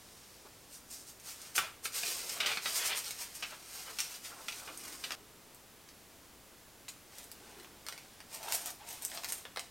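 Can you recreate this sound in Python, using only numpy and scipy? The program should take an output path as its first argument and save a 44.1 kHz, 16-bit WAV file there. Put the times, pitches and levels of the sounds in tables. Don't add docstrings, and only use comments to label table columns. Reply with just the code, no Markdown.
import sys
import numpy as np
from scipy import signal
from scipy.fft import rfft, irfft
from scipy.io import wavfile

SR = 44100
rng = np.random.default_rng(int(sys.argv[2]) if len(sys.argv) > 2 else 0)


def dump_mix(stems):
    frames = np.atleast_2d(stems).T
    limited = np.clip(frames, -1, 1)
    pcm = np.round(limited * 32767).astype(np.int16)
    wavfile.write(sys.argv[1], SR, pcm)


N = 427769


def undb(db):
    return 10 ** (np.asarray(db) / 20)


def db_at(points, hz):
    point_hz, point_db = np.transpose(points)
    return np.interp(np.log(hz + 1), np.log(point_hz), point_db)


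def colour(x, points, body_db=0, treble_db=0, ring_hz=1000, ring_db=0, size=1024):
    hz = np.arange(size // 2 + 1) * SR / size
    tilt = [(250, 0), (700, body_db), (1300, body_db), (2200, 0), (3500, 0), (8000, treble_db)]
    ring = ring_db / (1 + ((hz / ring_hz - 1) / .1) ** 2)
    gain = undb(db_at(points, hz) + db_at(tilt, hz) + ring)
    cepstrum = irfft(np.log(gain))
    cepstrum[1:size // 2] *= 2
    cepstrum[size // 2 + 1:] = 0
    response = irfft(np.exp(rfft(cepstrum)))
    return signal.fftconvolve(x, response)


def add(track, s, sound):
    start = int(round(s * SR))
    sound = sound[max(-start, 0):max(N - start, 0)]
    start = max(start, 0)
    track[start:start + len(sound)] += sound


def background():
    # hz, level_db
    hiss_colour = [(20, -49.5), (60, -49), (100, -46.5), (180, -47.5), (300, -47), (600, -50.5),
                   (1200, -53.5), (2000, -55.5), (3000, -56.5), (8000, -58.5), (15500, -61.5)]
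    # hz, level_db
    hiss_side = [(60, -7), (110, -8.5), (300, -14.5), (1300, -17), (4400, -15.5), (15000, -11)]
    hum_hz, hum_rms_db = 58.4, -76

    mid = colour(rng.standard_normal(N), hiss_colour)[:N]
    side = colour(rng.standard_normal(N), hiss_colour)[:N]
    side = colour(side, hiss_side)[:N]
    hum = undb(hum_rms_db) * np.sqrt(2) * np.sin(2 * np.pi * hum_hz * np.arange(N) / SR)
    return mid + hum + side * np.array([[1], [-1]])


def echoes(t, t60_s):
    build_up_s = 0.0017
    envelope = undb(-60 * t / t60_s) * (1 - np.exp(-t / build_up_s))
    return envelope / np.linalg.norm(envelope)


def bathroom(x, size=2048):
    # hz, level_db, t60_s
    room_modes = [(696, -56, .4), (1367, -60, 0.41), (2159, -64, 0.28), (2430, -62, 0.27),
                  (2940, -55, 0.33), (4800, -57, .25), (8835, -63, 0.18)]
    near_t60_s, near_wet_db = 0.1, -1.5
    far_t60_s, far_wet_db = 0.38, -5

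    t = np.arange(SR // 3) / SR
    modes = sum(undb(db - 60 * t / t60_s) * np.cos(2 * np.pi * hz * t) for hz, db, t60_s in room_modes)
    near = undb(near_wet_db) * echoes(t, near_t60_s)
    far = undb(far_wet_db) * echoes(t, far_t60_s)
    tail = np.hypot(near, far)

    out = np.zeros(N)
    for start in range(0, len(x), size):
        response = modes + tail * rng.standard_normal(len(t))
        response[0] += 1
        response /= np.linalg.norm(response)
        add(out, start / SR, signal.fftconvolve(x[start:start + size], response))
    return out[:len(x)]


def creases(envelope, per_s, spread_db):
    draws = np.random.default_rng(rng.integers(2 ** 31)).standard_normal((len(envelope), 3))
    chance, size, push = draws.T
    fires = np.exp(-(chance ** 2 + push ** 2) / 2) < per_s / SR
    uneven = undb(spread_db * np.clip(size, -2, 2))
    clicks = fires * np.sign(push) * uneven * envelope
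    return clicks * np.sqrt(np.sum(envelope ** 2) / (np.sum(clicks ** 2) + 1e-18))


def rubs(table, spectrum, per_s, spread_db):
    out = np.zeros(N)
    for s, half_s, db, body_db, treble_db in table:
        t = np.arange(-5 * half_s, 5 * half_s, 1 / SR)
        swarm = creases(1 / np.cosh(t / half_s), per_s, spread_db)
        add(out, s + t[0], undb(db) * colour(swarm, spectrum, body_db, treble_db))
    return out


def swishes(table, body_db, treble_db):
    middle_half_s, middle_treble_db, loss_db_per_doubling = 0.014, 3.5, 2
    coloured = []
    for s, half_s, db in table:
        pace_db = middle_treble_db - loss_db_per_doubling * np.log2(half_s / middle_half_s)
        coloured.append((s, half_s, db, body_db, treble_db + pace_db))
    return coloured


def facets(table, middle_hz, body_db_per_oct, treble_db_per_oct):
    coloured = []
    for s, decay_ms, db, hz in table:
        octaves = np.log2(hz / middle_hz)
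        coloured.append((s, decay_ms, db, -body_db_per_oct * octaves, treble_db_per_oct * octaves, hz))
    return coloured


def snaps(table, spectrum, per_s, spread_db, first_share, ring_db):
    out = np.zeros(N)
    share = np.clip(first_share, 0, 1)
    for s, decay_ms, db, body_db, treble_db, ring_hz in table:
        envelope = np.exp(-np.arange(SR // 12) / SR * 1000 / decay_ms)
        burst = np.sqrt(1 - share) * creases(envelope, per_s, spread_db)
        burst[0] += np.sqrt(share * np.sum(envelope ** 2))
        add(out, s, undb(db) * colour(burst, spectrum, body_db, treble_db, ring_hz, ring_db))
    return out


def sleeve():
    # centre_s, half_length_s, level_db, body_db, treble_db
    sleeve_moves = [(0.46, .008, -37, 7.5, 4), (2.2, 0.18, -42.5, 12.5, 0), (4.85, 0.27, -40, 0.5, 2),
                    (7.55, .18, -38.5, 0.5, -2)]
    # hz, level_db
    sleeve_colour = [(100, -26), (220, -9.5), (300, -3), (420, -2.5), (600, -14.5), (1500, -14.5),
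                     (8000, -34.5)]
    return rubs(sleeve_moves, sleeve_colour, per_s=5900, spread_db=4.5)


def hair():
    # centre_s, half_length_s, level_db
    hair_swishes = [(0.15, 0.33, -57.5), (0.741, 0.021, -52.5), (0.928, 0.016, -47.5), (0.975, 0.037, -54),
                    (1.089, .016, -52.5)]
    # hz, level_db
    hair_colour = [(100, -20), (1000, -5), (3200, -2), (5300, 6.5), (9000, 3), (15800, -4.5)]
    moves = swishes(hair_swishes, body_db=-1, treble_db=1)
    return rubs(moves, hair_colour, per_s=5000, spread_db=7.0)


def flicks(strokes, count=2):
    above_stroke_db, ring_hz = 3, 12800
    moments = rng.standard_normal((len(strokes), count))
    ticks = []
    for (s, half_s, db), row in zip(strokes, moments):
        for when in row:
            ticks.append((s + half_s * when, db + above_stroke_db, ring_hz))
    return ticks


def brush():
    # centre_s, half_length_s, level_db (before the mix gain)
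    brush_strokes = [(7.18, 0.041, -49), (7.5, .12, -53.5), (8.0, 0.17, -55), (8.344, 0.02, -41.5),
                     (8.45, 0.027, -45.5), (8.508, .018, -38), (8.544, 0.0043, -30.5),
                     (8.572, 0.032, -41.5), (8.675, 0.02, -40), (8.901, 0.021, -42), (8.96, .04, -47.5),
                     (9.03, 0.0087, -42), (9.148, 0.038, -42.5), (9.255, 0.026, -49), (9.297, 0.011, -38.5),
                     (9.355, 0.032, -46)]
    # centre_s, half_length_s, level_db (before the mix gain)
    brush_presses = [(8.481, .055, -44.5), (8.68, 0.028, -51), (8.825, .018, -50), (9.162, 0.041, -52)]
    # start_s, level_db (before the mix gain), facet_ring_hz
    brush_ticks = [(7.184, -36.5, 12400), (7.3158, -36.5, 11400), (7.5985, -36.5, 3280), (7.646, -37, 2400),
                   (7.8658, -30, 5100), (7.8856, -22, 3930), (7.9245, -24.5, 2230), (7.978, -29.5, 2350),
                   (8.204, -32.5, 2460), (8.483, -28, 900), (8.5232, -18, 7460), (8.6593, -30, 12500),
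                   (8.81, -43, 680), (9.05, -28, 12900), (9.1165, -26.5, 1840), (9.1743, -20.5, 1610),
                   (9.235, -24, 2570), (9.245, -21, 4870), (9.3226, -26, 11900), (9.4529, -25, 740),
                   (9.561, -24, 2040), (9.5723, -19, 1710), (9.5944, -24.5, 5200)]
    # hz, level_db
    stroke_colour = [(100, -11), (300, -4), (500, -0.5), (700, 7.5), (900, 7), (1200, -0.5), (2000, 1),
                     (2400, 1), (5000, -1), (13000, -11), (15800, -12)]
    # hz, level_db
    tick_colour = [(100, -25), (300, -13), (650, -1.5), (1200, -2), (2000, -1), (4500, 1), (8900, -4),
                   (13300, -6.5), (15800, -5)]
    press_body_db, press_treble_db, tick_decay_ms = 7, -9, 1.63

    moves = swishes(brush_strokes, body_db=-3.0, treble_db=5)
    strokes = rubs(moves, stroke_colour, per_s=2000, spread_db=2.5)

    moves = [(s, half_s, db, press_body_db, press_treble_db) for s, half_s, db in brush_presses]
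    presses = rubs(moves, stroke_colour, per_s=2000, spread_db=4.0)

    touches = [(s, tick_decay_ms, db, hz) for s, db, hz in brush_ticks + flicks(brush_strokes)]
    touches = facets(touches, middle_hz=5000, body_db_per_oct=1.7, treble_db_per_oct=7.0)
    ticks = snaps(touches, tick_colour, per_s=15000, spread_db=3.0, first_share=.2, ring_db=5.0)
    return undb(-1.6) * (strokes + presses) + undb(0.06) * ticks


def drags(table, spectrum, per_s, spread_db):
    flutter_per_s, flutter_db = 110, 3
    out = np.zeros(N)
    for curve, body_db, treble_db in table:
        s, db = np.transpose(curve)
        t = np.arange(s[0], s[-1], 1 / SR)
        grip = rng.standard_normal(size=512)
        flutter = np.interp((t - s[0]) * flutter_per_s, np.arange(len(grip)), grip)
        envelope = undb(np.interp(t, s, db) + flutter_db * flutter)
        swarm = creases(envelope, per_s, spread_db)
        add(out, s[0], colour(swarm, spectrum, body_db, treble_db))
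    return out


def bends(table):
    middle_db, middle_body_db, body_loss_per_db, treble_db = -35, 6, 0.71, -31
    coloured = []
    for s, half_s, db in table:
        body_db = middle_body_db - body_loss_per_db * (db - middle_db)
        coloured.append((s, half_s, db, body_db, treble_db))
    return coloured


def foil():
    # time_s, level_db (before the mix gain)
    first_pull = [(1.92, -48), (1.975, -34), (2.01, -38.5), (2.11, -36.5), (2.18, -42), (2.22, -44),
                  (2.28, -47), (2.36, -43), (2.39, -45)]
    second_pull = [(2.39, -56), (2.5, -43), (2.6, -50), (2.67, -37.5), (2.82, -42.5), (2.93, -64),
                   (3.07, -39.5), (3.17, -47.5), (3.3, -52.1)]
    settling = [(3.3, -52.1), (3.38, -51), (3.62, -55.5), (3.72, -47.5), (3.79, -44), (3.87, -54),
                (4.06, -48), (4.15, -46.5), (4.2, -60)]
    smoothing = [(4.2, -67), (4.3, -56), (4.42, -56), (4.56, -49.5), (4.66, -55.5), (4.8, -51.5),
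                 (4.93, -49.5), (5.15, -55.5)]
    # friction curve, body_db, treble_db
    long_drags = [(first_pull, -5, -1), (second_pull, -1, -2), (settling, 1, -1.3), (smoothing, 2.4, 0)]
    # centre_s, half_length_s, level_db (before the mix gain)
    foil_swishes = [(1.292, .026, -42.5), (1.438, 0.073, -48), (1.563, 0.0047, -30), (1.583, 0.0038, -32),
                    (1.854, 0.008, -36.5), (1.975, .014, -38.5), (2.178, .012, -45), (2.773, 0.018, -30.5),
                    (2.866, .016, -31.5), (2.977, 0.015, -34.5), (3.215, 0.014, -39),
                    (3.357, 0.0062, -44.5), (3.745, 0.017, -48), (4.262, 0.022, -44.5)]
    # centre_s, half_length_s, level_db (before the mix gain)
    foil_bends = [(1.632, .024, -35), (2.37, .014, -39.5), (2.449, .022, -25.5), (2.497, .021, -27),
                  (2.69, 0.035, -55), (2.835, 0.032, -28.5), (2.921, 0.023, -23.5), (3.526, 0.013, -40.5),
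                  (3.888, .015, -41), (4.325, .016, -48), (4.4, .025, -53), (4.62, .011, -54),
                  (4.688, .016, -42), (4.864, .025, -64), (5.123, 0.018, -43.5)]
    # start_s, decay_ms, level_db (before the mix gain), facet_ring_hz
    foil_pops = [(1.1985, 3.9, -48, 6850), (1.4165, 2.1, -39, 6030), (1.5525, 30, -31, 3280),
                 (1.5795, 7.2, -16, 1410), (1.584, 8, -26, 700), (1.591, 3.2, -16.5, 1810),
                 (1.8555, 2.0, -18.5, 2510), (2.0335, 3.6, -20.5, 2310), (2.293, 8.8, -31, 5400),
                 (2.4025, 12, -18.5, 2700), (2.46, 16.6, -20, 3100), (2.5145, 19, -25, 2400),
                 (2.572, 3.1, -17, 2090), (2.657, 5.2, -18, 2300), (3.108, 1.6, -28, 6100),
                 (3.4245, 15.3, -25, 2370), (3.987, 11, -24, 3970), (4.003, 1.8, -19, 5330),
                 (4.248, 20, -36.5, 3240), (4.4835, 4.2, -22, 3300), (4.5225, 6.3, -32.5, 3620),
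                 (4.6745, 11, -34, 1070), (4.775, 0.59, -39, 9900), (5.0385, 13, -27, 3060),
                 (5.107, 2.1, -20, 2700), (5.12, 4, -24, 3340), (5.5475, .7, -53.5, 12530),
                 (5.8885, 3.3, -41, 3980), (6.882, 6.7, -33, 3320), (6.886, 6.7, -41.5, 7000)]
    # hz, level_db
    slide_colour = [(100, -29), (250, -32.5), (420, -6), (1000, -5), (1300, -2.5), (1700, -3), (2400, 0),
                    (3600, -2), (5000, 3), (7500, 0.5), (11000, -2), (15800, -5)]
    # hz, level_db
    pop_colour = [(100, -17), (250, -9), (450, -14.5), (700, -6), (1000, -8.5), (1350, -1), (1700, -3),
                  (2400, 3.5), (3300, -0.5), (5000, -0.5), (8500, -10.5), (15800, -16.5)]

    pulls = drags(long_drags, slide_colour, per_s=7000, spread_db=3.0)
    crackle = drags(long_drags, slide_colour, per_s=300, spread_db=4.0)

    moves = swishes(foil_swishes, body_db=1, treble_db=-0.5)
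    slides = rubs(moves, slide_colour, per_s=7000, spread_db=6.5)
    flexing = rubs(bends(foil_bends), slide_colour, per_s=4000, spread_db=6.0)

    folds = facets(foil_pops, middle_hz=3180, body_db_per_oct=5, treble_db_per_oct=15.5)
    pops = snaps(folds, pop_colour, per_s=7000, spread_db=4.0, first_share=0.02, ring_db=3.0)

    sliding = undb(2.0) * pulls + undb(-6.0) * crackle + undb(-0.15) * slides
    return sliding + undb(-1.5) * flexing + undb(-0.83) * pops


def scene():
    # hz, level_db
    mic_colour = [(7800, 0), (8900, 4.5), (10000, -2.5), (11200, -2.5), (13000, 1.5), (15800, -5.5)]
    cut_s = 5.153

    hands = hair() + foil() + brush() + sleeve()
    hands = colour(hands, mic_colour)[:N]
    before_cut, after_cut = np.split(hands, [int(cut_s * SR)])
    return np.concatenate([bathroom(before_cut), bathroom(after_cut)]) + background()


def record(dry):
    top_hz, ripple_db, stop_db = 15850, .1, 75
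    low_pass = signal.ellip(10, ripple_db, stop_db, top_hz, fs=SR, output="sos")
    return signal.sosfilt(low_pass, dry)


dry = scene()
out = record(dry)
dump_mix(out)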